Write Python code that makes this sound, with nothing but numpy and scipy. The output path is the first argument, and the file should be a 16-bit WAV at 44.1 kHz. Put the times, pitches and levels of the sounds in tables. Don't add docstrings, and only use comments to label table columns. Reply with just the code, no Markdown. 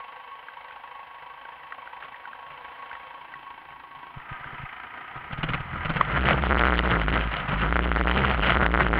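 import sys
import numpy as np
from scipy import signal
from scipy.fft import rfft, irfft
from scipy.io import wavfile
from scipy.ndimage import uniform_filter1d

SR = 44100
rng = np.random.default_rng(int(sys.argv[2]) if len(sys.argv) > 2 else 0)


def bounce(signal):
    frames = np.transpose(np.atleast_2d(signal))
    limited = np.clip(frames, -1, 1)
    pcm = np.round(limited * 32767).astype(np.int16)
    wavfile.write(sys.argv[1], SR, pcm)


N = 396459
T_S = np.arange(N) / SR
RAIL = 0.5

# (centre [Hz], width [Hz], relative level [dB])
RATTLE_MODES = [(570, 290, 0.5), (1920, 1200, -3), (2810, 800, 2), (10600, 5400, -3.5)]


def undb(db):
    return 10 ** (np.asarray(db) / 20)


def unit(x):
    return x / np.sqrt(np.mean(x ** 2))


def noise():
    return rng.standard_normal(N)


def band(x, hz, width_hz):
    return signal.lfilter(*signal.iirpeak(hz, hz / width_hz, SR), x)


def ring(x, modes):
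    total = 0
    for k, (hz, width_hz, db) in enumerate(modes):
        total = total + (-1) ** k * undb(db) * unit(band(x, hz, width_hz))
    return unit(total)


def colour(x, table, size=4096):
    hz, db = np.transpose(table)
    bin_hz = np.arange(size + 1) * SR / 2 / size + 1
    cepstrum = irfft(np.interp(np.log(bin_hz), np.log(hz), np.log(undb(db))))
    cepstrum[1:size] *= 2
    cepstrum[size + 1:] = 0
    impulse = irfft(np.exp(rfft(cepstrum)))[:size]
    return signal.fftconvolve(x, impulse)[:N]


def walk(rate_hz):
    hold = int(SR / rate_hz)
    steps = np.repeat(rng.standard_normal(N // hold + 1), hold)
    return unit(uniform_filter1d(steps, hold)[:N])


def curves(table):
    time_s, *columns = np.transpose(table)
    return [np.interp(T_S, time_s, c) for c in columns]


def add(out, time_s, x):
    i = int(time_s * SR)
    out[i:i + len(x)] += x[:N - i]


def engine():
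    # (time [s], mean firing rate [Hz], frame level [dB])
    firing_curve = [(0.0, 24.64, -40), (0.46, 26.95, -40.5), (2.3, 26.45, -41), (2.83, 28.55, -38),
                    (3.75, 25.39, -43.5), (4.43, 27.77, -39), (4.81, 28.01, -40.5), (5.25, 29.5, -40.5),
                    (5.8, 41, -36)]
    # (resonance [Hz], width [Hz], relative level [dB])
    idle_modes = [(756, 213, -2.5), (970, 67, 1.5), (1543, 37, -16), (2045, 220, -13), (2204, 61, -11.5),
                  (2660, 140, -6.5), (3064, 200, -6), (4140, 1400, -5)]
    # (resonance [Hz], width [Hz], relative level [dB])
    pull_modes = [(730, 100, -3.5), (982, 54, -2.5), (1252, 79, -5), (1577, 30, -9.5), (1880, 650, -4),
                  (2610, 200, -5), (2940, 320, -6.5)]
    # (resonance [Hz], width [Hz], initial level re idle ring [dB])
    drone_mode = (504, 62, -8)
    # (resonance [Hz], width [Hz], level re idle ring [dB])
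    panel_mode = (1100, 12.8, -4.5)
    clutch_s = (4.05, 4.35)
    turn_s = 3.2

    firing_hz, level_db = curves(firing_curve)
    turns = np.cumsum(firing_hz * (1 + 0.03 * walk(13))) / SR
    sizes = undb(2.6 * np.clip(rng.standard_normal(N // 500), -2, 1.6))
    size = sizes[turns.astype(int)]
    burst = uniform_filter1d(size * np.exp(-(turns % 1) / 0.2), SR // 250)
    drive = (burst + 0.51) * noise()
    pull = np.interp(T_S, clutch_s, [0, 1])

    panel_hz, panel_width_hz, panel_db = panel_mode
    panel = undb(panel_db) * unit(band((burst + 0.37) * noise(), panel_hz, panel_width_hz))
    drone_hz, drone_width_hz, drone_db = drone_mode
    drone_gain = np.where(T_S < turn_s, 1, 0.2) * undb(drone_db)
    drone = drone_gain * unit(band(drive, drone_hz, drone_width_hz))
    idle = unit(ring(drive, idle_modes) + panel + drone)
    frame = (1 - pull) * idle + pull * ring(drive, pull_modes)

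    rock = undb(-14) * unit(band(drive, hz=61, width_hz=21))
    rock += undb(-23) * unit(band(drive, hz=28, width_hz=45))
    rock += undb(-18) * unit(band(drive, hz=140, width_hz=24))
    rock += undb(-17) * unit(band(drive, hz=260, width_hz=94))
    rock_gain = undb(np.interp(T_S, (0, turn_s), (-42, -35)))

    rumble = pull * undb(-43.5 + 3.6 * walk(25)) * unit(band(noise(), hz=90, width_hz=180))
    return rumble + undb(level_db) * frame + rock_gain * rock


def knock(hz, rise_s, fade_s, grit_share):
    t_s = np.arange(SR // 20) / SR
    grit = band(2 * rng.standard_normal(len(t_s)), hz=950, width_hz=1900)
    envelope = np.minimum(t_s / rise_s, 1) * np.exp(-np.maximum(t_s - rise_s, 0) / fade_s)
    return envelope * (np.sin(2 * np.pi * hz * t_s) + grit_share * grit)


def knocks():
    # (time [s], level [dB], pitch [Hz])
    knock_list = [(0.4833, -34, 1580), (0.7054, -37, 1550), (1.4507, -35, 1530), (1.721, -31, 1920),
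                  (1.872, -36, 1490), (2.023, -33, 1610), (2.1424, -38, 1880), (2.252, -36, 1520),
                  (2.33, -37, 1600), (2.9112, -35, 1520), (2.95, -33, 1888), (3.3365, -33, 1948),
                  (3.7037, -41, 2240), (4.198, -39, 1840), (4.4404, -36, 1570), (4.5032, -40, 1790),
                  (4.7983, -35, 1300), (5.1604, -35, 1261)]
    # (time [s], level [dB], pitch [Hz], rise [s], fade [s], grit share)
    blow = (6.0092, -5, 1080, .003, .0015, .8)
    out = np.zeros(N)
    for time_s, db, hz in knock_list:
        add(out, time_s, undb(db) * knock(hz, rise_s=0.0033, fade_s=0.0031, grit_share=1.5))
    blow_s, blow_db, *blow_shape = blow
    add(out, blow_s, undb(blow_db) * knock(*blow_shape))
    return out


def jolts():
    # (time of the dip [s], depth [dB], rattle level [dB])
    jolt_list = [(2.04, -44, -38), (2.51, -37, -41.5), (3.359, -40, -59), (3.709, -39, -44.5),
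                 (3.97, -38, -50), (4.172, -16, -50), (4.319, -14.5, -46), (4.41, -28, -48),
                 (4.461, -24, -46), (4.532, -21, -49), (4.6, -21, -46), (4.637, -15, -42),
                 (5.171, -21.5, -44), (5.332, -12, -30), (5.389, -10, -32), (5.44, -3.5, -25),
                 (5.497, -8, -22.5), (5.544, -7.5, -22), (5.605, -11, -38), (5.738, -13, -46),
                 (5.858, -8, -25), (5.903, -0.5, -19.5), (5.969, -8, -22), (7.405, -16, -30),
                 (7.492, -12, -26)]
    # (depth [dB], pitch [Hz], fade [s])
    jolt_ring = [(-45, 145, .03), (-14, 130, .007), (-4, 158, .012)]
    build_s = 0.006
    out, rattle_gain = np.zeros(N), np.zeros(N)
    t_s = np.arange(-0.08, 0.12, 1 / SR)
    depths_db, pitches_hz, fades_s = np.transpose(jolt_ring)
    for time_s, db, rattle_db in jolt_list:
        hz = np.interp(db, depths_db, pitches_hz)
        fade_s = np.interp(db, depths_db, fades_s)
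        envelope = np.exp(-np.abs(t_s) / np.where(t_s < 0, build_s, fade_s))
        dip = -envelope * np.cos(2 * np.pi * hz * t_s)
        rebound_envelope = 1.7 * np.clip(t_s * hz * 2, 0, 1) * np.exp(-np.abs(t_s) / 0.01)
        rebound = rebound_envelope * np.cos(2 * np.pi * 18 * t_s)
        add(out, time_s + t_s[0], undb(db) * (rebound + dip))
        shake = np.where(t_s < 0, t_s > -1.5 * build_s, np.exp(-(t_s / fade_s) ** 2))
        add(rattle_gain, time_s + t_s[0], undb(rattle_db) * shake)
    return out + rattle_gain * undb(3.5 * walk(300)) * ring(noise(), RATTLE_MODES)


def stones():
    # (time of the peak [s], jiggle level [dB], rattle level [dB])
    stone_list = [(5.52, -14.5, -41.5), (5.78, -22, -50), (5.96, -12, -33), (6.159, -5.5, -33),
                  (6.26, -8.5, -13.5), (6.318, -.5, -16.5), (6.481, -12.5, -22), (6.64, -7, -5),
                  (6.739, -13.5, -13.5), (6.86, -8, -21), (6.94, -6, -20), (7.02, -12, -22),
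                  (7.14, -6, -18), (7.365, -17, -24), (7.54, -13, -30), (7.62, -10, -22),
                  (7.76, -19, -19.5), (7.86, -11.5, -26.5), (8.021, -24.5, -17), (8.1, -19, -13.5),
                  (8.17, -6, -15), (8.24, -5, -19), (8.3, -14, -22), (8.42, -19, -18), (8.47, -5.5, -15),
                  (8.54, -10, -17), (8.63, -6, -22), (8.8, -3, -18), (8.959, -10.5, -23)]
    rise_db_per_s, fall_db_per_s = 171, 171.5
    jiggle, rattle = 0, 0
    for time_s, jiggle_db, rattle_db in stone_list:
        after_s = T_S - time_s
        shape_db = np.where(after_s < 0, rise_db_per_s * after_s, -fall_db_per_s * after_s)
        jiggle = np.hypot(jiggle, undb(jiggle_db + shape_db))
        rattle = np.hypot(rattle, undb(rattle_db + shape_db))
    return jiggle, rattle


def ride():
    # (time [s], mean swing rate [Hz], mean swing width [dB])
    swing_curve = [(5.2, 34.03, -42), (5.5, 41.57, -33), (5.76, 40.85, -24), (6.08, 53.4, -16),
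                   (6.2, 62.02, -1.5), (6.32, 70.62, -2), (6.4, 63.77, -7), (6.62, 61.45, 5),
                   (6.88, 58.56, -2.5), (6.97, 56, -3.5), (7.06, 54, -1), (7.14, 57.88, -2),
                   (7.28, 54.7, -6), (7.42, 50.31, -22), (7.6, 52.2, -4), (7.76, 61, 0), (7.92, 57.39, -2),
                   (8.08, 61.12, 2), (8.18, 66.93, -0.5), (8.32, 62.95, -6), (8.4, 53.56, -1),
                   (8.5, 56, -6), (8.62, 63, 4.5), (8.88, 54.97, -1), (8.99, 56.27, -2.5)]
    # (swing rate [Hz], level re swing width [dB])
    double_curve = [(43, 6), (52, -14)]
    mount_hz, mount_width_hz = 138.5, 64
    jiggle_db, jiggle_follow = -18, 0.37
    rattle_db, rattle_follow = -25, 0.85

    swing_hz, swing_db = curves(swing_curve)
    jiggle_gain, rattle_gain = stones()
    jiggle_gain = np.hypot(jiggle_gain, undb(jiggle_db + jiggle_follow * swing_db))
    rattle_gain = np.hypot(rattle_gain, undb(rattle_db + rattle_follow * swing_db))
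    moving = np.clip((T_S - swing_curve[0][0] + 0.22) / 0.39, 0, 1)
    turns = np.cumsum(swing_hz * (1 + 0.085 * walk(110))) / SR
    width = undb(swing_db + 1.6 * walk(45))

    chance = rng.exponential(1, N // 100)[(2 * turns + 0.5).astype(int)]
    hardness = 0.16 + 0.6 * chance ** 1.96 * (width / RAIL) ** 2.6
    swing = width * np.tanh(hardness * np.sin(2 * np.pi * turns)) / np.tanh(hardness)
    double_gain = undb(np.interp(swing_hz, *np.transpose(double_curve)))
    swing += width * double_gain * np.sin(4 * np.pi * turns)

    kicks = np.exp(8 * np.cos(2 * np.pi * turns)) * undb(4.44 * walk(60))
    shake = noise() * undb(5.5 * walk(40)) + 0.25 * unit(kicks)
    mount_ring = band(band(shake, mount_hz, mount_width_hz), mount_hz, width_hz=220)
    jiggle = unit(mount_ring)
    jiggle += 0.13 * unit(band(shake, hz=447, width_hz=270))
    jiggle += 0.66 * unit(band(shake, hz=85, width_hz=120))
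    jiggle = unit(jiggle)

    clatter = 0.35 + chance * np.exp(-(2 * turns % 1) / 0.094)
    rattle = ring(clatter * undb(3.1 * walk(90)) * noise(), RATTLE_MODES)
    return moving * (swing + jiggle_gain * jiggle + rattle_gain * rattle)


def scene():
    return (engine() + knocks() + jolts() + ride())[None]


def record(dry):
    # (frequency [Hz], gain [dB])
    response = [(60, -19), (100, -18), (200, -15.4), (500, -9.2), (900, -4.3), (1150, 0), (1385, 6.5),
                (1700, 2.2), (2020, 3.6), (2600, -6.2), (3050, -5.6), (4600, -26), (6300, -52), (8000, -60),
                (10000, -42), (16000, -46)]
    # (frequency [Hz], relative density [dB])
    hiss_spectrum = [(3000, -13), (5000, -2.5), (6200, -25), (8000, -18), (10000, -7), (12500, -5),
                     (15500, -10.5)]
    # (frequency [Hz], rms level [dB])
    whine_tones = [(15119, -102), (15212, -95.5)]
    coupling_hz, hiss_db, top_hz = 4.7, -78.5, 16200

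    clipped = np.clip(dry[0], -RAIL, RAIL)
    coupled = signal.lfilter(*signal.butter(1, coupling_hz, "high", fs=SR), clipped)
    x = colour(coupled, response)
    x += undb(hiss_db) * unit(colour(noise(), hiss_spectrum))
    for hz, db in whine_tones:
        x += undb(db) * np.sqrt(2) * np.sin(2 * np.pi * hz * T_S)
    low_pass = signal.ellip(8, 0.2, 70, top_hz, fs=SR, output="sos")
    return signal.sosfilt(low_pass, x)[None]


dry = scene()
out = record(dry)
bounce(out)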